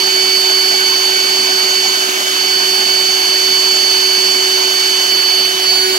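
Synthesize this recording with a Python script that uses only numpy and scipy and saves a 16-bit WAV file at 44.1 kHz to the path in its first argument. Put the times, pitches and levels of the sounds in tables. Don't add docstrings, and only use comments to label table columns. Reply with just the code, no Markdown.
import sys
import numpy as np
from scipy import signal
from scipy.fft import rfft, irfft, next_fast_len
from scipy.io import wavfile
from scipy.ndimage import uniform_filter1d, minimum_filter1d, map_coordinates

SR = 44100
rng = np.random.default_rng(int(sys.argv[2]) if len(sys.argv) > 2 else 0)


def persist_wave(psi):
    counts = np.round(np.clip(psi, -1, 1) * 32767).astype(np.int16)
    wavfile.write(sys.argv[1], SR, np.atleast_2d(counts).T)


N = 263718

# [order (multiple of shaft speed), rms level/dB, left minus right/dB]
PUMP_TONES = [(0.5, -52.5, -2.8), (1, -26.5, -4.1), (2, -43.3, -6.9), (4, -30.3, -3.3), (5, -42.3, -4.8),
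              (6, -32.8, -3.5), (7, -42.3, -3.6), (8, -23.5, -5.0), (9, -42.7, -2.7), (10, -38.6, -5.7),
              (11, -43.2, -7.2), (12, -16, -7.2), (13, -39.5, -3.8), (14, -41.0, -4.5), (15, -43.5, -1.4),
              (16, -37.1, 0.3), (17, -44.6, -2.0), (18, -33.5, -0.7), (19, -45.9, 1.4), (23, -51.4, -2.7),
              (24, -45.2, -3.0), (31, -48.6, -5.9), (36, -49.5, 0.5)]
# [t/s, level/dB]
HUM_FADES = [(0.0, -27.5), (0.06, -27), (1.78, -28), (1.96, -30), (4.68, -26), (4.75, -29), (5.75, -28),
             (5.86, -22), (5.98, -23.5)]
# [t/s, level/dB]
VANE_FADES = [(0.0, -24.5), (2.05, -25.5), (2.08, -32), (2.21, -25), (4.83, -24), (5.01, -22.5),
              (5.63, -23.5), (5.98, -29)]
# [t/s, level/dB]
WHINE_FADES = [(0, -15), (0.45, -13.5), (1.0, -15.5), (1.92, -16), (2.13, -23.5), (2.26, -24.5),
               (2.42, -16.5), (2.85, -14.5), (3.2, -16), (3.65, -13.5), (4.2, -14), (4.45, -16),
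               (5.07, -16), (5.15, -14), (5.45, -14.5), (5.57, -23.5), (5.68, -11), (5.76, -12),
               (5.9, -17.5)]
# [order, drift/(dB/s), change with the turn/dB]
TONE_SHIFTS = [(2, -1, 12), (4, -1, 3), (6, -1.2, 0), (11, 0.5, 4), (16, 1, -4), (18, -0.9, 4)]
# [f/Hz, level/dB per Hz]
AIR_SPECTRUM = [(200, -87), (380, -59), (490, -74), (620, -66), (1000, -67), (1350, -55), (1800, -60.5),
                (2900, -56), (4500, -57), (5700, -66), (6700, -56), (7600, -66.5), (9500, -70),
                (15700, -74)]
# [f/Hz, full width at half the dB/Hz, level/dB]
AIR_PEAKS = [(875, 80, 6), (1080, 90, 5), (1180, 70, -6), (1390, 130, -7), (1680, 140, 5), (2255, 60, 6),
             (5300, 300, 3.5), (11680, 450, 7.5)]
# [f/Hz, left minus right/dB]
AIR_BALANCE = [(500, 1.5), (1500, -8), (4000, -2), (6000, -2), (9000, 1), (12000, -5)]
# [f/Hz, delay/ms]
LEFT_LAG = [(376, .38), (750, .24), (1500, .335), (3000, .362), (4520, .416), (5300, .372), (6000, .33),
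            (9000, .36), (15000, .345)]
# [f/Hz, gain/dB]
SPLASH_SPECTRUM = [(25, -92), (58, -102), (100, -82.5), (200, -67), (310, -60), (490, -68.5), (640, -59.5),
                   (1000, -60), (1350, -64), (2500, -62.5), (3300, -58), (3700, -60.5), (4300, -61),
                   (5200, -56), (6700, -59.5), (7500, -66), (8300, -66), (15700, -70)]
# [f/Hz, correlation from -1 to 1]
PORT_CORRELATION = [(100, 0.84), (350, 0.76), (600, 0.42), (1200, 0.14), (5000, 0.076), (14000, 0)]
# [t/s, rms level at the crest before pan/dB, bubble f/Hz]
AIR_GULPS = [(.08, -30, 855), (.48, -28, 880), (.74, -26, 760), (.93, -28, 1010), (1.07, -29, 875),
             (1.33, -32, 820), (1.85, -25.5, 780), (2.8, -27, 790), (4.63, -30, 940)]

SHAFT_HZ, SAG_HZ_PER_S = 377.15, .19
TURN_S, TURN_LENGTH_S, TURN_LAG_MS = 5.64, 0.086, 0.053
CHURN_DB_PER_S, SPRAY_TURN_DB, AIR_TURN_DB = -0.13, 2, -1.8
TILT_S, TILT_LENGTH_S = 5.1, 0.032
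HISS_DB_PER_S, HISS_TILT_DB, HISS_TURN_DB = .2, -3, 0.4
AIR_FADE_SHARE = .55
BAND_LIMIT_HZ = 15780


def pump_tones(jitter_hz=.12, flutter_db=0.68, waver_db=4.0):
    shaft_hz = SHAFT_HZ - SAG_HZ_PER_S * seconds() + jitter_hz * wobble(45)
    angle = 2 * np.pi * np.cumsum(shaft_hz) / SR
    strong = {1: HUM_FADES, 8: VANE_FADES, 12: WHINE_FADES}
    shift_db = {round(order): drift(db_per_s) + turn_db * turned()
                for order, db_per_s, turn_db in TONE_SHIFTS}
    out = np.zeros((2, N))
    for order, level_db, pan_db in PUMP_TONES:
        if order in strong:
            gain = amp(swing(strong[order]) + flutter_db * wobble(35))
        else:
            waver = unit(amp(waver_db * wobble(50)))
            gain = amp(shift_db.get(order, 0)) * waver
        phase = order * angle + 2 * np.pi * rng.random()
        tone = amp(level_db) * gain * np.sqrt(2) * np.sin(phase)
        out += panned(pan_db) * tone
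    return out, angle


def cooling_air(angle, chop):
    turbulence = patchy(white(channels=1), depth_db=1)
    chopped = turbulence * (1 + chop * np.cos(angle))

    def response(hz):
        peaks_db = sum(db / (1 + (2 * (hz - centre_hz) / width_hz) ** 2)
                       for centre_hz, width_hz, db in AIR_PEAKS)
        ports_db = np.outer([.5, -.5], along(AIR_BALANCE, hz))
        return amp(along(AIR_SPECTRUM, hz) + peaks_db + ports_db)

    return amp(AIR_TURN_DB * turned()) * filtered(chopped, response)


def from_right(x):
    def split_lag(hz):
        return np.exp(np.outer([-1, 1], 1j * np.pi * hz * along(LEFT_LAG, hz) / 1000))

    left, right = filtered(x, split_lag)
    delay_s = TURN_LAG_MS * turned() / 1000
    later_left = map_coordinates(left, [(seconds() - delay_s) * SR], order=5)
    return np.array([later_left, right])


def splash(foam_db=-1.5, gurgle_db=-6, droplet_db=-9):
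    foam = amp(foam_db) * patchy(white(channels=2), depth_db=2.5)
    gurgle = amp(gurgle_db) * bubbles(count=1500, low_hz=274.0, high_hz=1764, cycles=9.7, spread_db=2.5)
    droplets = amp(droplet_db) * bubbles(count=24000, low_hz=1840, high_hz=11000, cycles=2.0, spread_db=3.0)

    def mid_side(hz):
        turn = np.arccos(np.clip(along(PORT_CORRELATION, hz), -1, 1)) / 2
        return amp(along(SPLASH_SPECTRUM, hz)) * [np.cos(turn), np.sin(turn)]

    mid, side = filtered(foam + gurgle + droplets, mid_side)
    water = np.array([mid + side, mid - side])
    churn = filtered(water, lambda hz: 1 / (1 + (hz / 1800) ** 2))
    spray = water - churn
    churn_db = drift(CHURN_DB_PER_S) + 0.9 * wobble(22)
    spray_db = SPRAY_TURN_DB * turned() + 0.21 * wobble(24)
    return churn * amp(churn_db) + spray * amp(spray_db)


def bubbles(count, low_hz, high_hz, cycles, spread_db, rise=0.18):
    when, pitch, luck, place = rng.random((count, 4)).T[:, :, None]
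    hz = low_hz * (high_hz / low_hz) ** pitch
    size = hz * amp(-spread_db * np.log(np.maximum(luck, .01)))
    step = np.arange(int(cycles * SR / low_hz))
    turns = hz * step / SR
    age = turns / cycles
    oscillation = np.sin(2 * np.pi * turns * (1 + rise * np.minimum(age, 1)))
    envelope = amp(-40 * age) * (1 - np.exp(-2 * turns))
    ring = size * oscillation * envelope
    index = (when * N).astype(int) + step
    pair = [np.bincount(index.ravel(), (ring * part(2 * np.pi * place)).ravel(), N)[:N]
            for part in (np.cos, np.sin)]
    return unit(np.array(pair)) * np.sqrt(high_hz - low_hz)


def gulps(length_s=0.019, width_hz=230, pan_db=-2):
    out = np.zeros((2, N))
    for crest_s, level_db, bubble_hz in AIR_GULPS:
        band = lambda hz: 1 / (1 + ((hz - bubble_hz) / (width_hz / 2)) ** 4)
        cluster = unit(filtered(white(channels=2), band))
        envelope = np.exp(-.5 * ((seconds() - crest_s) / length_s) ** 2)
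        out += amp(level_db) * cluster * envelope
    return out * panned(pan_db)


def turned():
    return move(TURN_S, TURN_LENGTH_S)


def move(middle_s, length_s):
    return .5 + .5 * np.tanh((seconds() - middle_s) / length_s)


def swing(rows):
    db = np.interp(seconds(), *np.transpose(rows))
    return db - db.mean()


def drift(db_per_s):
    return db_per_s * (seconds() - N / SR / 2)


def wobble(rate):
    knots = rng.standard_normal(4096)
    return map_coordinates(knots, [np.arange(N) * rate / SR], mode="wrap")


def patchy(x, depth_db):
    z = signal.stft(x, nperseg=512)[2]
    blur = np.outer(np.hanning(7), np.hanning(13))
    field = signal.fftconvolve(rng.standard_normal(z.shape[1:]), blur, "same")
    return signal.istft(z * amp(depth_db * unit(field)), nperseg=512)[1][:, :N]


def white(channels):
    return rng.standard_normal((channels, N)) * np.sqrt(SR / 2)


def band_gain(x, gain_db, centre_hz, width_hz):
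    band = filtered(x, lambda hz: np.exp(-((hz - centre_hz) / width_hz) ** 4))
    return x + band * (amp(gain_db) - 1)


def filtered(x, response):
    size = next_fast_len(N + SR // 4)
    return irfft(rfft(x, size) * response(np.fft.rfftfreq(size, 1 / SR)), size)[..., :N]


def along(points, hz):
    f, v = np.transpose(points)
    return np.interp(np.log(hz + 1), np.log(f), v)


def panned(pan_db):
    return amp([[pan_db / 2], [-pan_db / 2]])


def amp(db):
    return 10 ** (np.asarray(db) / 20)


def unit(x):
    return x / np.sqrt(np.mean(x ** 2) + 1e-20)


def seconds():
    return np.arange(N) / SR


def scene():
    tones, angle = pump_tones()
    air = cooling_air(angle, chop=0.33)
    air = band_gain(air, AIR_FADE_SHARE * swing(WHINE_FADES), centre_hz=4900, width_hz=580)
    pump = from_right(tones + air)
    mix = pump + splash() * panned(-1.2) + gulps()
    tilt_db = HISS_TILT_DB * move(TILT_S, TILT_LENGTH_S)
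    hiss_db = drift(HISS_DB_PER_S) + tilt_db + HISS_TURN_DB * turned()
    return band_gain(mix, hiss_db, centre_hz=7030, width_hz=2050)


def record(dry):
    needed = 1 / np.maximum(np.abs(dry).max(axis=0), 1)
    gain = uniform_filter1d(minimum_filter1d(needed, size=201), size=201)
    return filtered(dry * gain, lambda hz: hz < BAND_LIMIT_HZ)


dry = scene()
out = record(dry)
persist_wave(out)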